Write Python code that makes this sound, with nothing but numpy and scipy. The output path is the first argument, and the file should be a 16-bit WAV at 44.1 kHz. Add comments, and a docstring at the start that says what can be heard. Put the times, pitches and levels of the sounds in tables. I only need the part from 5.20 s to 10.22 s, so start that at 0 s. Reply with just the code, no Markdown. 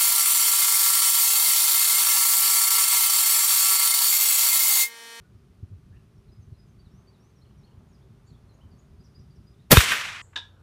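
"""In a quiet garden a breeze buffets the microphone and birds whistle over distant traffic.
At 4.5 s a spring-piston air rifle fires: the sear trips, then the piston slams home and excites the
modes of stock and action. 55 ms later the pellet strikes the target board, which rings and rattles.
Both bangs overload the microphone. Early echoes and a sharp, bright tick at 4.72 s follow,
and the sound dies away in the foliage."""
import sys
import numpy as np
from scipy import signal
from scipy.fft import rfft, irfft
from scipy.io import wavfile
from scipy.ndimage import uniform_filter1d

SR = 44100
rng = np.random.default_rng(int(sys.argv[2]) if len(sys.argv) > 2 else 0)


def to_wav(s):
    """Save 16-bit WAV."""
    ch = np.atleast_2d(s).T  # columns
    pcm = np.round(np.clip(ch, -1, 1) * 32767)  # PCM
    wavfile.write(sys.argv[1], SR, pcm.astype(np.int16))


N = 221247

# sear, piston, rebound: (time [s], level [dB], rise [s], hold [s], t60 [s], tilt [dB/octave])
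BLOWS = [(4.5101, -13.5, 0.013, 0.0036, 0.033, -0.5), (4.516, -3, .003, 0.0055, 0.018, 1.2),
         (4.5247, -7, .004, 0.0038, 0.069, -0.2)]
# spectrum of a blow: (frequency [Hz], relative level [dB])
BLOW_SPECTRUM = [(45, -9), (190, 5), (330, 3.5), (520, 5.5), (800, 0.5), (1500, -0.5), (3000, -5.5),
                 (5000, -9.5), (8000, -9.5), (10500, -8.5), (12500, -4), (15500, -10.5)]
# modes of stock, spring and steel action: (frequency [Hz], level re blow [dB], t60 [s])
RIFLE_MODES = [(76, -10, 0.21), (151, -17.5, .1), (189.4, -12, 0.13), (328, -17.5, 0.098), (392, -18, 0.13),
               (527, -9, 0.063), (2436, -19.5, 0.11), (3300, -28, .12), (3360, -19, 0.11),
               (4430, -20, 0.18), (4560, -28, 0.16), (5300, -30, .16), (6360, -31, .14), (7630, -40, .25),
               (8800, -26, .14), (9400, -33, .13), (10400, -25, .12), (12600, -24, .11), (12800, -23, .14),
               (13800, -22, .16)]
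def rifle(chatter_db=-18, chatter_t60=0.26):
    """Impact excitation: each blow rings stock and action; the slack mainspring chatters on."""
    action = sum(undb(db) * ring(start, RIFLE_MODES) for start, db, *_ in BLOWS)
    t = since(BLOWS[1][0])
    chatter = noise(BLOW_SPECTRUM, tilt_db=1) * (t > 0) * fade(t, chatter_t60)
    chatter *= undb(chatter_db + 2 * walk(400))
    recoil = thump(start=4.5235, db=-8, high_hz=225, low_hz=55, glide_s=0.021, swell_s=0.0081)
    return bursts(BLOWS, BLOW_SPECTRUM) + action + chatter + recoil


# pellet on paper, then board: (time [s], level [dB], rise [s], hold [s], t60 [s], tilt [dB/octave])
STRIKES = [(4.5692, -15, 0.02, 0.0046, 0.04, 3), (4.5709, -4, 0.0019, .0014, .014, -0.8)]
# spectrum of a strike: (frequency [Hz], relative level [dB])
STRIKE_SPECTRUM = [(100, -6.5), (350, 1), (550, -7), (800, -14), (1250, 5.5), (1900, -1.5), (2700, -5),
                   (3700, -6), (5000, -16), (9000, -17), (15000, -23)]
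# modes of the board: (frequency [Hz], level [dB], t60 [s])
BOARD_MODES = [(1138, -12, .025), (1310, -11.5, 0.016), (1750, -26, 0.037), (2585, -16, 0.075),
               (3695, -14.5, 0.1)]
def target(rattle_db=-18, rattle_t60=0.21):
    """Damped free vibration: the struck board rings and rattles briefly."""
    hit = STRIKES[1][0]
    t = since(hit)
    rattle = undb(rattle_db) * noise(STRIKE_SPECTRUM, tilt_db=4.5) * (t > 0) * fade(t, rattle_t60)
    # a low thump, sinking in pitch, as the strike overloads the microphone
    overload = thump(start=4.5705, db=-.5, high_hz=156, low_hz=42.7, glide_s=0.011, swell_s=.0083)
    return bursts(STRIKES, STRIKE_SPECTRUM) + ring(hit, BOARD_MODES) + rattle + overload


# three early echoes, two parts of a tick, a soft swell:
# (time [s], level [dB], rise [s], hold [s], t60 [s], tilt [dB/octave])
AFTERSOUNDS = [(4.6052, -17, 0.0036, 0.0023, 0.08, 0), (4.6215, -32, 0.0093, .003, .05, 1),
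               (4.6595, -23, .004, .001, .02, -1), (4.7195, -18, .008, 0.0018, 0.016, -3),
               (4.7215, -21, .001, .0006, .005, 3.0), (4.7160, -23, 0.14, 0.0092, .34, -.5)]
# their spectrum: (frequency [Hz], relative level [dB])
AFTERSOUND_SPECTRUM = [(80, -16.5), (300, -12), (500, -13.5), (800, -10.5), (1600, 5), (2800, -1),
                       (6000, -14), (14000, -19.5)]
def echoes_and_tick():
    """Delayed transients: early echoes of the bangs, then a sharp, bright tick at 4.72 s."""
    return bursts(AFTERSOUNDS, AFTERSOUND_SPECTRUM)


# bands of scattered sound: (frequency [Hz], relative level [dB], t60 [s])
FOLIAGE = [(60, -4, .5), (251, -8, 0.69), (500, -9.5, 0.83), (805, -11, 1.4), (1170, -5, 1.74),
           (2050, 0, 1.49), (3000, 1.5, 1.09), (4430, -5.5, 1.034), (8140, -5, 0.75), (14300, -11.5, 0.49)]
def foliage(start, level_db=-15.5, build_s=0.043, patchy_db=1.05):
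    """Scattering: leaves and twigs spread the bangs into a wash whose middle bands last longest."""
    t, out = since(start), np.zeros(N)
    scatter = rfft(noise([row[:2] for row in FOLIAGE]) * undb(patchy_db * walk(120)))
    centres = np.log2([row[0] for row in FOLIAGE])
    for weights, (_, _, t60) in zip(np.eye(len(FOLIAGE)), FOLIAGE):
        band = irfft(scatter * np.interp(octaves(), centres, weights), N)
        out += band * fade(t, t60)
    return undb(level_db) * out * (1 - np.exp(-t / build_s))


# the songbird: (syllable, pitch [Hz], level [dB], start times [s])
SONG = [("slur", 5450, -79, [.945]), ("whistle", 5060, -69, [1.077, 1.337]),
        ("slur", 6300, -75, [1.195, 1.466]), ("swoop", 4600, -62.5, [1.585, 1.869]),
        ("slur", 5550, -73, [2.152, 2.373]), ("chuckle", 4320, -66, [2.208, 2.429]),
        ("slur", 6600, -71, [2.682]), ("zigzag", 5500, -69, [2.724]), ("zigzag", 4300, -68.5, [3.1]),
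        ("flick", 3500, -70, [2.808, 3.136]), ("buzz", 7100, -72.5, [3.04]), ("peep", 4620, -69, [3.067]),
        ("slur", 4080, -69, [3.282]), ("flick", 6600, -71.5, [3.328, 3.575]), ("arch", 3120, -66, [3.402]),
        ("slur", 4560, -68.5, [3.503]), ("chip", 4920, -64.5, [3.791, 3.944]), ("chip", 4800, -69, [4.1]),
        ("peep", 5020, -66.5, [4.263]), ("dip", 3920, -72.5, [4.327])]
# larger birds further off: (syllable, pitch [Hz], level [dB], start times [s])
FAR_CALLS = [("hoot", 1465, -66, [.01]), ("buzz", 1750, -68.5, [.705]), ("buzz", 2700, -73, [.73])]
# notes of each syllable: (delay [s], length [s], first pitch [ratio], middle pitch [ratio],
# last pitch [ratio], relative level [dB], warble depth [share of pitch])
SYLLABLES = { "slur": [(0, 0.0517, 1.1, 1, .975, 0, 0.0073)],
             "whistle": [(0, .026, .89, .81, 0.78, -2, .01), (.035, 0.043, 1, 0.99, .99, 0, .002)],
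             "swoop": [(0, .031, .975, 1, 1, 0.5, .008), (.052, .054, 1, .85, .76, -6.5, .02),
             (.116, .125, 1.13, 1.29, 1.44, -12, .01)], "chuckle": [(0, .035, 0.81, 0.99, .95, 0, 0.022),
             (.035, 0.0266, .84, .7, .64, -4, .01), (.082, .032, .61, .7, .78, -6, .01)],
             "zigzag": [(0, .016, .92, 1, 1.05, 0, .01), (.02, .02, 0.93, .89, .78, -1, .015)],
             "flick": [(0, .032, .9, 0.99, 1.08, 0, .02)], "buzz": [(0, .07, 0.83, 1, 1.05, 0, .07)],
             "hoot": [(0, .1, .98, 1, 1, 0, .003)], "arch": [(0, .046, .84, 0.99, .945, 0, .015)],
             "peep": [(0, .036, .95, 0.99, .99, 0, .015)], "chip": [(0, 0.033, .9, 1, 0.92, 1, .008),
             (.045, .042, 1.24, 1.1, .94, -2.5, .055)], "dip": [(0, .03, 1, .93, .86, -2, .02),
             (.05, .074, .87, 0.99, 1.08, 0, .015)], }
def birds(song, warble_hz=140, waver=0.0078, flutter_db=3):
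    """Frequency modulation: each whistle glides through three pitches; deep warble makes it buzz."""
    out, unsteady = np.zeros(N), walk(500)
    for name, pitch_hz, db, starts in song:
        for start in starts:
            for delay, length, first, middle, last, note_db, warble in SYLLABLES[name]:
                progress = np.linspace(0, 1, int(length * SR))
                span = int((start + delay) * SR) + np.arange(len(progress))
                glide = np.polyval(np.polyfit([0, .5, 1], [first, middle, last], 2), progress)
                vibrato = warble * np.sin(2 * np.pi * warble_hz * length * progress)
                hz = pitch_hz * glide * (1 + vibrato + waver * unsteady[span])
                envelope = undb(db + note_db) * np.sin(np.pi * progress)
                out[span] += envelope * np.sin(2 * np.pi * np.cumsum(hz) / SR)
    return out * undb(flutter_db * walk(150))


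def canopy(x, direct_db=-2, wet_db=-4.5, t60=.36):
    """Reverberation: branches around a singer weaken each note and add a short diffuse tail."""
    response = rng.standard_normal(N) * fade(since(0), t60)
    tail = signal.fftconvolve(x, response / np.linalg.norm(response))[:N]
    return undb(direct_db) * x + undb(wet_db) * tail


# stir of the breeze: (time [s], level [dB])
BREEZE = [(0, -57), (.35, -55), (1.0, -56.5), (1.75, -53), (1.95, -62), (2.4, -56), (3.25, -54),
          (5.0, -55.5)]
# spectrum of the buffeting: (frequency [Hz], relative level [dB])
BUFFET_SPECTRUM = [(18, -30), (35, -8), (60, 1), (90, -2.5), (125, -0.5), (165, -6), (230, -10.5),
                   (300, -25), (400, -22), (800, -67.5), (3000, -110)]
# strongest puffs: (time [s], level [dB], swell [s])
PUFFS = [(.13, -45, .029), (.424, -30, .012), (.506, -36.5, .021), (.69, -42, .022), (1.168, -42, 0.025),
         (1.261, -40.5, 0.017), (1.318, -36, 0.0092), (2.572, -38.5, 0.0084), (3.452, -38, 0.0079)]
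def wind(flutter_db=2.8, eddy_db=-12, puff_hz=122, sag=0.55):
    """Turbulence: each puff rocks the air at the microphone port, slows as it passes and sheds eddies."""
    breeze = noise(BUFFET_SPECTRUM) * undb(curve(BREEZE) + flutter_db * walk(30))
    puffs = sum(thump(start, db, puff_hz, sag * puff_hz, 2 * swell, swell) for start, db, swell in PUFFS)
    puff_envelope = np.abs(signal.hilbert(puffs))
    eddies = undb(eddy_db) * puff_envelope * noise(BUFFET_SPECTRUM, tilt_db=2.5)
    return breeze + puffs + eddies


# swells of traffic: (time [s], relative level [dB])
TRAFFIC = [(0, -76.5), (1.6, -75), (1.88, -66), (2.25, -72), (2.52, -67), (3.0, -71.5), (3.35, -66.5),
           (4.4, -76.5)]
# spectrum of the road: (frequency [Hz], relative level [dB])
ROAD_SPECTRUM = [(180, -26), (300, -7.5), (388, 0), (455, -5), (878, -7.5), (1030, -7.5), (1480, -16),
                 (2500, -26), (3250, -62), (5500, -120)]
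def traffic(gain_db=-1.0, waver_db=0.66):
    """Amplitude modulation: the noise of a distant road slowly swells and ebbs."""
    return noise(ROAD_SPECTRUM) * undb(curve(TRAFFIC) + gain_db + waver_db * walk(7.8))


# spectrum of the quiet garden: (frequency [Hz], relative level [dB])
AIR_SPECTRUM = [(35, -31), (60, -7), (132, -2.5), (215, -10.5), (300, -18.5), (395, -13.5), (495, -30.5),
                (570, -24.5), (950, -33), (1200, -27.5), (1650, -33), (6000, -40.5), (7600, -45.5),
                (9200, -43), (15300, -52)]
def still_air(level_db=-58):
    """Stationary noise: a low, steady hush forms the ambient floor."""
    return undb(level_db) * noise(AIR_SPECTRUM)


def bursts(rows, spectrum):
    """Broadband transients: each is noise that rises exponentially, holds briefly and decays."""
    t, out = since(0), np.zeros(N)
    for start, db, rise, hold, t60, tilt in rows:
        envelope = fade(np.maximum(start - t, 0), rise) * fade(since(start + hold), t60)
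        out += undb(db) * noise(spectrum, tilt) * envelope
    return out


def ring(start, modes, detune=0.0019):
    """Modal superposition: one blow starts damped sinusoids, each a little off its pitch."""
    t, out = since(start), np.zeros(N)
    for hz, db, t60 in modes:
        detuned_hz = hz * (1 + detune * rng.standard_normal())
        out += undb(db) * np.sin(2 * np.pi * detuned_hz * t) * fade(t, t60)
    return out


def thump(start, db, high_hz, low_hz, glide_s, swell_s):
    """Heavy damping: an oscillation swells and dies in a few swings as its pitch sinks."""
    t = since(start)
    hz = low_hz + (high_hz - low_hz) * np.exp(-t / glide_s)
    swing = -np.sin(2 * np.pi * np.cumsum(hz * (t > 0)) / SR)
    return undb(db) * swing * (t / swell_s) ** 2 * np.exp(2 - 2 * t / swell_s)


def noise(spectrum, tilt_db=0):
    """Spectral shaping: noise of rms 1, tilted per octave, with nothing below the first frequency."""
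    hz, db = np.transpose(spectrum)
    gain_db = np.interp(octaves(), np.log2(hz), db, left=-np.inf) + tilt_db * octaves()
    return unit(irfft(rfft(rng.standard_normal(N)) * undb(gain_db), N))


def walk(rate_hz):
    """Random modulation: smoothed steps of rms 1."""
    width = int(SR / rate_hz)
    steps = np.repeat(rng.standard_normal(N // width + 1), width)
    return unit(uniform_filter1d(uniform_filter1d(steps, width), width)[:N])


def fade(t, t60):
    """Exponential decay by 60 dB in t60 seconds."""
    return np.exp(-np.log(1000) * t / t60)


def curve(rows):
    """Linear interpolation of (time [s], value) rows."""
    return np.interp(since(0), *np.transpose(rows))


def since(start):
    """Elapsed time in seconds, zero before the start."""
    return np.maximum(np.arange(N) / SR - start, 0)


def octaves():
    """Logarithmic frequency: each spectral bin in octaves above 1 Hz."""
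    return np.log2(np.maximum(np.fft.rfftfreq(N, 1 / SR), 1))


def undb(db):
    """Decibels to amplitude ratio."""
    return 10 ** (np.asarray(db) / 20)


def unit(x):
    """Normalisation to rms 1."""
    return x / np.sqrt(np.mean(x ** 2))


def scene():
    """Superposition: shot, strike, echoes and tick add to the birdsong and the garden."""
    shot = rifle() + target() + echoes_and_tick() + foliage(start=BLOWS[1][0])
    song = canopy(birds(SONG + FAR_CALLS))
    return (shot + song + wind() + traffic() + still_air())[None]


def record(dry, ceiling=0.94, knee=6, low_cut_hz=14, top_hz=15400):
    """Saturation: the microphone drops the deepest rumble and overloads on the bangs; the top is cut."""
    pressure = signal.sosfilt(signal.butter(1, low_cut_hz, "high", fs=SR, output="sos"), dry)
    saturated = pressure / (1 + np.abs(pressure / ceiling) ** knee) ** (1 / knee)
    return signal.sosfilt(signal.ellip(12, .2, 80, top_hz, fs=SR, output="sos"), saturated)


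dry = scene()
out = record(dry)
to_wav(out)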